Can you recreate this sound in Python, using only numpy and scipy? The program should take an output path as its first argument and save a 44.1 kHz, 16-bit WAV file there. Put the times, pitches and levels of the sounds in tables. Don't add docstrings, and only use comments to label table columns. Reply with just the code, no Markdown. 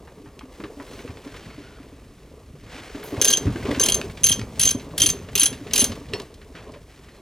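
import sys
import numpy as np
from scipy import signal
from scipy.fft import rfft, irfft
from scipy.io import wavfile
from scipy.ndimage import uniform_filter1d

SR = 44100
rng = np.random.default_rng(int(sys.argv[2]) if len(sys.argv) > 2 else 0)


def wav_record(signal):
    frames = np.transpose(np.atleast_2d(signal))
    bounded = np.clip(frames, -1, 1)
    quanta = np.round(bounded * 32767).astype(np.int16)
    wavfile.write(sys.argv[1], SR, quanta)


N = 317961

# start in seconds, end in seconds, level of the first handle mode under
# each blow in dB, rumble level in dB, scrape level in dB, sleeve level in dB.
SWINGS = [(3.214, 3.40, -30.5, -49, -41.5, -53.5), (3.817, 3.97, -40.5, -48, -36, -45),
          (4.24, 4.36, -38.5, -37, -41, -47.5), (4.595, 4.74, -42, -38.5, -41.5, -48),
          (4.998, 5.13, -52, -42.5, -41, -50), (5.39, 5.49, -39.5, -52, -44.5, -46),
          (5.748, 5.87, -40, -44.5, -36, -45)]


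def gain_of(db):
    return 10 ** (np.asarray(db) / 20)


def evened(x):
    return x / np.sqrt(np.mean(x ** 2) + 1e-20)


def read(points, hz):
    f, value = np.transpose(points)
    return np.interp(np.log(hz + 1), np.log(f + 1), value)


def add(mix, s, sound):
    part = mix[round(s * SR):][:len(sound)]
    part += sound[:len(part)]


def coloured(x, spectrum):
    hz = np.fft.rfftfreq(len(x), 1 / SR)
    return irfft(rfft(x) * gain_of(read(spectrum, hz)), len(x))


def ring(t, hz, db, t60, rise=0.00062):
    decay = gain_of(db - 60 * t / np.maximum(t60, .005))
    return decay * (1 - np.exp(-t / rise)) * np.sin(2 * np.pi * hz * t)


def grainy(per_s, spread_db, smooth, grain_s):
    slips = rng.random(N) < per_s / SR
    size = gain_of(spread_db * np.minimum(rng.exponential(1, N), 5)) * slips
    shape = np.exp(-np.arange(2000) / (grain_s * SR))
    grains = evened(signal.oaconvolve(size, shape)[:N])
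    return rng.standard_normal(N) * (smooth + grains)


def swung(column, rise_db_per_s, fall_db_per_s):
    t = np.arange(N) / SR
    total = np.zeros(N)
    for row in SWINGS:
        climb_db = rise_db_per_s * np.maximum(row[0] - t, 0)
        sink_db = fall_db_per_s * np.maximum(t - row[1], 0)
        total += gain_of(row[column] - climb_db - sink_db)
    return total


def air():
    # frequency in Hz, relative density in dB per Hz.
    air_spectrum = [(12, -37), (20, 9), (65, 9.5), (205, -20.5), (295, -3.5), (414, -14.5), (450, -21.5),
                    (518, -22), (1780, -28.5), (2350, -37.5), (10400, -31.5), (14200, -37), (16300, -54)]
    level_db = -48
    return gain_of(level_db) * evened(coloured(rng.standard_normal(N), air_spectrum))


def shed(x):
    # frequency in Hz, t60 in seconds.
    decay_times = [(200, 0.18), (1000, 0.24), (4000, 0.17), (9000, 0.12), (15000, 0.17)]
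    hz, t, z = signal.stft(rng.standard_normal(SR // 2), SR, nperseg=256)
    fade = gain_of(-60 * t / read(decay_times, hz)[:, None])
    tail = signal.istft(z * fade, SR, nperseg=256)[1]
    tail *= np.minimum(np.arange(len(tail)) / (0.0062 * SR), 1)
    return signal.fftconvolve(x, tail / np.linalg.norm(tail))[:N]


def bench_load():
    # time in seconds, rumble level in dB,
    # scrape level in dB.
    load_levels = [(0, -54, -48.5), (.3, -49, -53.5), (.61, -63, -44), (.8, -56, -48.5), (.95, -44, -43.5),
                   (1.14, -50.5, -46.5), (1.45, -45, -52.5), (1.84, -53, -51.5), (2.05, -50, -54.5),
                   (2.4, -49, -50), (2.77, -47.5, -59), (3.0, -50, -42.5), (3.13, -60, -36),
                   (3.38, -47, -39), (3.47, -23.5, -47), (3.58, -39, -40.5), (3.68, -33.5, -29),
                   (4.05, -38.5, -49), (4.18, -46, -59), (4.901, -44, -55.5), (6.051, -43.5, -61),
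                   (6.158, -45.5, -31.5), (6.27, -51, -55), (6.45, -58.5, -53.5), (6.7, -48, -43),
                   (6.88, -54.5, -58), (7.08, -47, -52.5), (7.21, -60, -50)]
    # frequency in Hz, relative density in dB per Hz.
    rumble_spectrum = [(12, -37.5), (20, -6), (86, 1.5), (162, -1), (193, -6), (260, -3.5), (340, -28),
                       (570, -120)]
    # frequency in Hz, relative density in dB per Hz.
    scrape_spectrum = [(82, -36), (140, -4.5), (275, 0), (344, -0.5), (431, 5), (506, -1), (681, -5.5),
                       (779, -11.5), (1020, -9), (1200, -10), (1560, -56.5), (2640, -120)]
    s, rumble_db, scrape_db = np.transpose(load_levels)
    t = np.arange(N) / SR
    push = swung(column=3, rise_db_per_s=110.5, fall_db_per_s=75)
    drag = swung(column=4, rise_db_per_s=110.5, fall_db_per_s=75)
    rumble = evened(coloured(grainy(40, spread_db=2.5, smooth=1.1, grain_s=.02), rumble_spectrum))
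    scrape = evened(coloured(grainy(120, spread_db=3., smooth=.7, grain_s=.007), scrape_spectrum))
    rumble_gain = gain_of(np.interp(t, s, rumble_db)) + push
    scrape_gain = gain_of(np.interp(t, s, scrape_db)) + drag
    return rumble_gain * rumble + scrape_gain * scrape


def rustle():
    # time in seconds, body level in dB, treble level in dB.
    rub_levels = [(0, -60.5, -65.5), (.48, -60.5, -67), (.55, -53, -61), (.75, -60, -61.5),
                  (.95, -47, -54.5), (1.14, -54.5, -62), (1.35, -47, -59.5), (1.75, -51, -69),
                  (1.9, -57.5, -66), (2.55, -61.5, -68), (2.68, -49.5, -66), (2.73, -41, -59),
                  (2.85, -43, -58), (2.97, -45, -56), (3.15, -45, -57.5), (3.58, -45, -55.5),
                  (3.72, -37.5, -51.5), (4.15, -77.5, -63.5), (5.1, -58, -68), (6.1, -58, -67),
                  (6.16, -46, -56.5), (6.34, -59.5, -68), (6.52, -62.5, -63), (6.57, -47, -69),
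                  (6.85, -64.5, -66), (6.9, -54, -64.5), (7.21, -56.5, -66)]
    # frequency in Hz, relative density in dB per Hz.
    cloth_spectrum = [(180, -38), (300, -1), (331, -2), (398, -4), (462, -4.5), (537, -4.5), (946, -10),
                      (2070, -7.5), (6520, -13.5), (16000, -24)]
    sleeve_treble_db = -7
    s, body_db, treble_db = np.transpose(rub_levels)
    t = np.arange(N) / SR
    sleeve = swung(column=5, rise_db_per_s=210, fall_db_per_s=81)
    cloth = coloured(grainy(900, spread_db=3.5, smooth=1.1, grain_s=.003), cloth_spectrum)
    body = signal.sosfiltfilt(signal.butter(1, 4000, fs=SR, output="sos"), cloth)
    fizz = cloth - body
    body_gain = gain_of(np.interp(t, s, body_db)) + sleeve
    fizz_gain = gain_of(np.interp(t, s, treble_db)) + gain_of(sleeve_treble_db) * sleeve
    return body_gain * evened(body) + fizz_gain * evened(fizz)


def squeaks():
    # start in seconds, end in seconds, pitch in Hz, width in Hz, level in dB.
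    squeak_list = [(.87, .98, 4150, 90, -60), (1.37, 1.68, 4420, 70, -65), (1.62, 1.81, 1440, 50, -58),
                   (3.05, 3.11, 6500, 200, -55), (7.1, 7.2, 4200, 90, -66)]
    out = np.zeros(N)
    for start, end, hz, width, db in squeak_list:
        length = round((end - start) * SR)
        tone = signal.lfilter(*signal.iirpeak(hz, hz / width, SR), rng.standard_normal(length))
        add(out, start, gain_of(db) * evened(tone) * signal.windows.tukey(length, .3))
    return out


def taps():
    # start in seconds, level in dB, centre in Hz, t60 in seconds.
    tap_list = [(0.073, -39, 1100, 0.13), (.258, -42, 1100, 0.16), (.392, -28.5, 3260, 0.016),
                (.41, -35.5, 1100, 0.093), (0.601, -34, 1510, 0.093), (.638, -26.5, 1640, 0.069),
                (0.799, -30.5, 1080, .11), (0.876, -38, 1510, 0.074), (.933, -34, 2400, .023),
                (.989, -35, 1930, 0.084), (1.077, -34.5, 1640, 0.12), (1.105, -35, 2080, .022),
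                (1.171, -33, 1820, 0.032), (1.275, -38, 2180, 0.077), (1.342, -32, 1620, 0.053),
                (1.363, -34, 2790, 0.046), (1.503, -36, 1690, .085), (1.785, -39, 1140, 0.028),
                (2.948, -27, 1160, 0.028), (3.03, -30.5, 1750, .073), (3.166, -30, 1630, .078),
                (3.467, -28, 1460, .1), (3.492, -31, 1580, 0.029), (3.559, -21.5, 1390, 0.035),
                (3.625, -33, 1600, 0.1), (3.655, -26, 1870, .11), (3.713, -18.5, 2000, 0.046),
                (3.746, -25, 2100, 0.14), (4.014, -11.5, 2570, 0.0086), (4.098, -32, 2360, 0.058),
                (4.172, -31, 2450, .079), (4.394, -23.5, 2900, 0.039), (4.414, -21, 2110, 0.024),
                (4.796, -34, 2850, 0.1), (4.904, -42, 1530, 0.12), (5.287, -34, 2240, 0.071),
                (5.528, -29, 3100, 0.098), (5.668, -34, 2170, .13), (5.71, -27.5, 2900, .06),
                (5.918, -26, 2880, 0.056), (6.086, -40, 2830, 0.16), (6.135, -16, 2720, 0.027),
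                (6.199, -22.5, 3460, 0.028), (6.218, -35, 5450, 0.036), (6.341, -38.5, 4180, 0.054),
                (6.415, -39, 1890, .1), (6.551, -35, 1830, .26), (6.719, -44, 5120, 0.051),
                (6.738, -39, 1940, 0.15), (7.033, -48, 1940, .025), (7.085, -41.5, 2260, 0.091)]
    # start in seconds, level in dB, centre in Hz, width in octaves, t60 in seconds.
    glove_slide = (3.035, -37, 12500, .25, .4)
    # frequency in Hz, relative level in dB, t60 in seconds.
    socket_modes = [(2570, -12, .1), (2800, -2, .04), (3250, -9, .045), (4370, -3, .12), (5416, -5, .08),
                    (8300, -8, .04)]
    socket_s, socket_db = 6.137, -29
    tap_octaves = 0.68
    out, t = np.zeros(N), np.arange(8000) / SR
    f = np.fft.rfftfreq(8000, 1 / SR) + 1
    rows = [glove_slide] + [(s, db, hz, tap_octaves, t60) for s, db, hz, t60 in tap_list]
    for s, db, hz, octaves, t60 in rows:
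        away = np.log2(f / hz) / max(octaves, .1)
        hump = gain_of(-14. * np.log2(1 + 0.167 * away ** 2) - 2.54 * np.log2(f / hz))
        tail = gain_of(-6.5 - 60 * t / max(t60, .005))
        tick = gain_of(-18.5 - 60 * t / 0.015)
        noise = evened(irfft(rfft(rng.standard_normal(len(t))) * hump, len(t)))
        burst = noise * (1 - np.exp(-t / 0.00038)) * (tail + tick)
        add(out, s, gain_of(db) * (burst + ring(t, hz, -14.5, 0.028)))
    add(out, socket_s, sum(ring(t, hz, socket_db + db, t60) for hz, db, t60 in socket_modes))
    return out


def knocks():
    # start in seconds, relative level in dB, pitch in Hz.
    knock_list = [(0.079, -38, 470), (0.198, -34.5, 285), (0.238, -34.5, 296), (0.431, -28, 262),
                  (0.598, -26.5, 205), (0.635, -21.5, 314), (0.77, -29, 289), (0.798, -27.5, 274),
                  (0.929, -32, 269), (1.046, -21.5, 460), (1.093, -23, 97), (1.262, -25.5, 276),
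                  (1.347, -32.5, 460), (1.579, -27.5, 288), (1.8, -39, 272), (1.925, -34.5, 280),
                  (2.537, -31, 141), (2.747, -34.5, 268), (2.947, -22, 280), (3.072, -28, 433),
                  (3.125, -17.5, 283), (3.176, -17.5, 96.9), (3.405, -23, 261), (3.453, -12.5, 129),
                  (3.474, -12.5, 280), (3.555, -16, 327), (3.649, -18.5, 394), (3.684, -13, 252),
                  (3.706, -11.5, 287), (3.773, -16, 265), (3.86, -32, 458), (4.004, -32, 236),
                  (4.038, -21, 396), (4.212, -32, 88), (4.388, -17, 226), (4.407, -22, 110),
                  (4.644, -21, 98), (4.748, -13, 242), (4.87, -29.5, 277), (5.037, -18.5, 304),
                  (5.141, -23.5, 400), (5.282, -36, 592), (5.355, -26.5, 413), (5.424, -24, 285),
                  (5.523, -25, 250), (5.61, -23, 278), (5.778, -32, 430), (5.823, -13, 242),
                  (5.895, -17, 229), (6.011, -32, 283), (6.134, -16.5, 409), (6.195, -27, 400),
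                  (6.499, -36.5, 270), (6.546, -32, 173), (6.597, -37, 112.6), (6.677, -35.5, 87),
                  (6.758, -35.5, 592)]
    # frequency in Hz, typical level in dB, t60 in seconds.
    board_modes = [(262, -8, 0.065), (400.7, -18, 0.25), (590, -18.5, 0.069), (1026, -28, 0.033)]
    thump_hz, thump_t60 = 106.8, 0.077
    base_t60, base_thump_db = 0.082, -11
    shorter, thump_growth = 0.16, 0.26
    out, t = np.zeros(N), np.arange(7000) / SR
    for s, db, hz in knock_list:
        strength_db = db + 25
        push = ring(t, hz, 0, base_t60 * gain_of(-shorter * strength_db), 0.0032)
        thump = ring(t, thump_hz, base_thump_db + thump_growth * strength_db, thump_t60, 0.0025)
        luck = rng.standard_normal(len(board_modes))
        boards = sum(ring(t, f, g + 5.9 * e, t60, 0.0035) for (f, g, t60), e in zip(board_modes, luck))
        add(out, s, gain_of(db - 1.0) * (push + thump + boards))
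    return out


def ratchet():
    # start in seconds, level in dB, then the second, third and
    # fourth handle modes in dB against that level.
    pawl_blows = [(3.2146, -2.5, -14.5, -7.5, -15), (3.2212, -8, -25, -24, -16),
                  (3.2456, -3.5, -21, -7.5, -8.5), (3.2514, -2.5, -15, -12, -20),
                  (3.275, -8.5, -6, -8, -26), (3.2803, -4.5, -12, -5, -12), (3.3007, -6.5, -12, -24, -25),
                  (3.3049, -8, -20, -15, -27), (3.3099, -16, -11, 0.5, -26), (3.3271, -10.5, -6, -7, -6.5),
                  (3.3345, -10, 2.5, -4, -16), (3.3711, -8, -17, -9, -24), (3.7964, -4, -22, -11.5, -19),
                  (3.8084, -7, -24, -15, -23), (3.8142, -20, -28, 7, -3), (3.8309, -12, -6, -7, -13),
                  (3.836, -5.5, -6.5, -14, -8.5), (3.856, -10, -10, -20, -15),
                  (3.8605, -5.5, -19, -13, -18), (3.8847, -3.5, -14, -16, -30),
                  (3.8973, -8.5, -6, -21, -10), (3.9213, -10.5, -5, -5.5, -9.5), (3.9434, -5, -21, -8, -15),
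                  (4.2346, -13, -12, -4.5, -3), (4.2411, -7, -8.5, 0, -1), (4.2624, -7.5, -16, -4, -20),
                  (4.2678, -7, -13, -5.5, -17), (4.2874, -11.5, -4.5, -6.5, -7.5),
                  (4.2954, -7.5, -8, -19, -7), (4.3163, -13, 2, -9, -9), (4.3236, -7, -25, -8.5, -16),
                  (4.595, -7.5, -27, -20, -7.5), (4.5977, -8, -28, -18, -16), (4.609, -13.5, -4, -11, -8),
                  (4.614, -9, -30, -8, -5), (4.6281, -6, -22, -12, -25), (4.633, -9.5, -8, -3, -6),
                  (4.6514, -8.5, -12.5, -22, -12), (4.6547, -9, -8, -4.5, -23), (4.6723, -20, -25, 5, -28),
                  (4.6754, -7, -6.5, -6, -26), (4.6895, -6.5, -27, -9, -28), (4.7074, -8, -14, -6.5, -10),
                  (4.9785, -3.5, -13, -27, -13.5), (4.9827, -24, -6, -24, -6), (4.9994, -7, -14, -20, -15),
                  (5.0035, -10.5, -4, -22, -7), (5.018, -2.5, -6, -6, -15), (5.0272, -12.5, -4, -12, -5),
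                  (5.0342, -6.5, -4, -27, -7), (5.0598, -4.5, -14, -28, -10), (5.0639, -10, -36, -2.5, -6),
                  (5.0897, -5, -17, -26, -28), (5.0997, -7, -28, -10, -28), (5.1035, -23.5, -25, 0.5, -27),
                  (5.3537, -5, -17.5, -12.5, -17), (5.3574, -12, -33, -12, -22),
                  (5.3774, -7.5, -12, -23, -21), (5.3814, -9.5, -22, -16, -25), (5.3961, -6, -23, -11, -4),
                  (5.4064, -10, -10, -12, -5), (5.4152, -5.5, -8, -16, -19), (5.42, -15.5, -4, -3, -17),
                  (5.4324, -3, -20, -17, -6), (5.4375, -12, -16, -14, -12), (5.457, -8.5, -25, -7, -6),
                  (5.4614, -7, -8.5, -32, -28), (5.7341, -6.5, -11.5, -8.5, -19.5),
                  (5.7367, -8, -17.5, -13, -23), (5.757, -5, -22, -20, -13), (5.7604, -6.5, -14, -15, -11),
                  (5.778, -5, -25.5, -10, -10), (5.7823, -11.5, -25.5, -19, -8.5),
                  (5.7924, -9, -17, -5, -8), (5.7978, -7.5, -23.5, -4, -3.5), (5.8045, -11.5, -11, -6, -1),
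                  (5.8154, -6.5, -17, -25, -16), (5.8202, -12, -18, -23, -26.5),
                  (5.8419, -4, -16.5, -15.5, -23.5)]
    # central frequency in Hz, gain in dB, ring as a share of the
    # blow's t60, level of a faint longer ring in dB against the mode.
    handle_modes = [(1630, 4, 1.8, -20), (3200, 1, .7, -30), (6310, 3, 1.05, -19), (10090, 3, .65, -27)]
    # central frequency in Hz, typical level in dB, ring as a share of the blow's t60.
    head_modes = [(2843, -22.5, 0.67), (3410, -24, 0.28), (4290, -36.5, 0.24), (4243, -25.5, 0.9),
                  (4695, -24, 0.24), (5920, -15.5, 0.29), (6550, -23.5, 0.19), (8540, -17.5, 0.17),
                  (9450, -22, 0.52), (12230, -19.5, 0.35), (14100, -23, 0.32)]
    # frequency in Hz, relative density in dB per Hz.
    crack_spectrum = [(290, -46), (500, -24), (773, -26), (2190, -15.5), (3200, -11.5), (3440, -10),
                      (5240, -10.5), (6330, -12), (7420, -12.5), (10400, -13.5), (16000, -24)]
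    blow_t60 = 0.052
    out, t = np.zeros(N), np.arange(7000) / SR
    head_t = t[:2500]
    hiss = evened(coloured(rng.standard_normal(N + len(t)), crack_spectrum))
    crack_shape = gain_of(-10.5 - 60 * t / (0.75 * blow_t60)) * (1 - np.exp(-t / 0.0023))
    gaps = np.diff([row[0] for row in pawl_blows], append=N / SR)
    for (s, db, *upper_db), gap in zip(pawl_blows, gaps):
        first_db = [row[2] for row in SWINGS if row[0] <= s][-1]
        crack = crack_shape * hiss[round(s * SR):][:len(t)]
        held = gain_of(-9. * np.clip((t - gap) / 0.0074, 0, 1))
        handle = np.zeros(len(t))
        for (hz, gain_db, share, long_db), bend_db in zip(handle_modes, [first_db, *upper_db]):
            detune, long_detune = rng.standard_normal(2)
            mode_db = gain_db + bend_db
            handle += ring(t, hz * (1 + 0.005 * detune), mode_db, share * blow_t60) * held
            handle += ring(t, hz * (1 + 0.00284 * long_detune), mode_db + long_db, 0.25)
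        head = np.zeros(len(head_t))
        for hz, mode_db, share in head_modes:
            detune, luck = rng.standard_normal(2)
            head += ring(head_t, hz * (1 + 0.005 * detune), mode_db + 5.6 * luck, share * blow_t60)
        slow, quick = rng.standard_normal((2, len(t)))
        wobble = 1 + .28 * evened(uniform_filter1d(uniform_filter1d(slow, 110), 110))
        chatter = 1 + 1.0 * evened(uniform_filter1d(uniform_filter1d(quick, 40), 40))
        add(out, s, gain_of(db) * (crack + handle * wobble))
        add(out, s, gain_of(db) * head * chatter[:len(head)])
    return out


def two_ports(mix):
    # frequency in Hz, phase lead in radians.
    left_lead = [(100, .014), (500, .07), (1200, .16), (2500, .32), (4000, .52), (6300, .8), (10000, 1.25),
                 (12500, 1.5), (16000, 2.2)]
    # frequency in Hz, level in dB against the mix.
    unshared_spectrum = [(1500, -36), (3000, -21), (6000, -14), (10000, -10), (13000, -4), (16000, -2)]
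    turn = np.exp(.5j * read(left_lead, np.fft.rfftfreq(N, 1 / SR)))
    z = signal.stft(mix, nperseg=128)[2]
    random_phase = np.exp(2j * np.pi * rng.random(z.shape))
    scattered = signal.istft(z * random_phase, nperseg=128)[1][:N]
    unshared = coloured(scattered, unshared_spectrum)
    left = irfft(rfft(mix) * turn, N) + unshared
    right = irfft(rfft(mix) / turn, N) - unshared
    return np.array([left, right])


def scene():
    hits = taps() + knocks() + ratchet()
    mix = air() + bench_load() + rustle() + squeaks() + hits + gain_of(-9.0) * shed(hits)
    return two_ports(mix)


def record(dry):
    # frequency in Hz, gain on the left-right difference in dB.
    side_gain = [(40, -17), (85, -22), (180, -33), (350, -11), (700, -4), (1400, -13), (2500, -2),
                 (4000, 0)]
    low_cut_hz, edge_hz = 42, 16150
    ceiling = 1.25
    mid = (dry[0] + dry[1]) / 2
    side = coloured((dry[0] - dry[1]) / 2, side_gain)
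    low_cut = signal.butter(2, low_cut_hz, "high", fs=SR, output="sos")
    both = signal.sosfilt(low_cut, [mid + side, mid - side])
    both = ceiling * np.tanh(both / ceiling)
    band_limit = signal.firwin(255, edge_hz, window=("kaiser", 9), fs=SR)
    return signal.oaconvolve(both, band_limit[None], "same")


dry = scene()
out = record(dry)
wav_record(out)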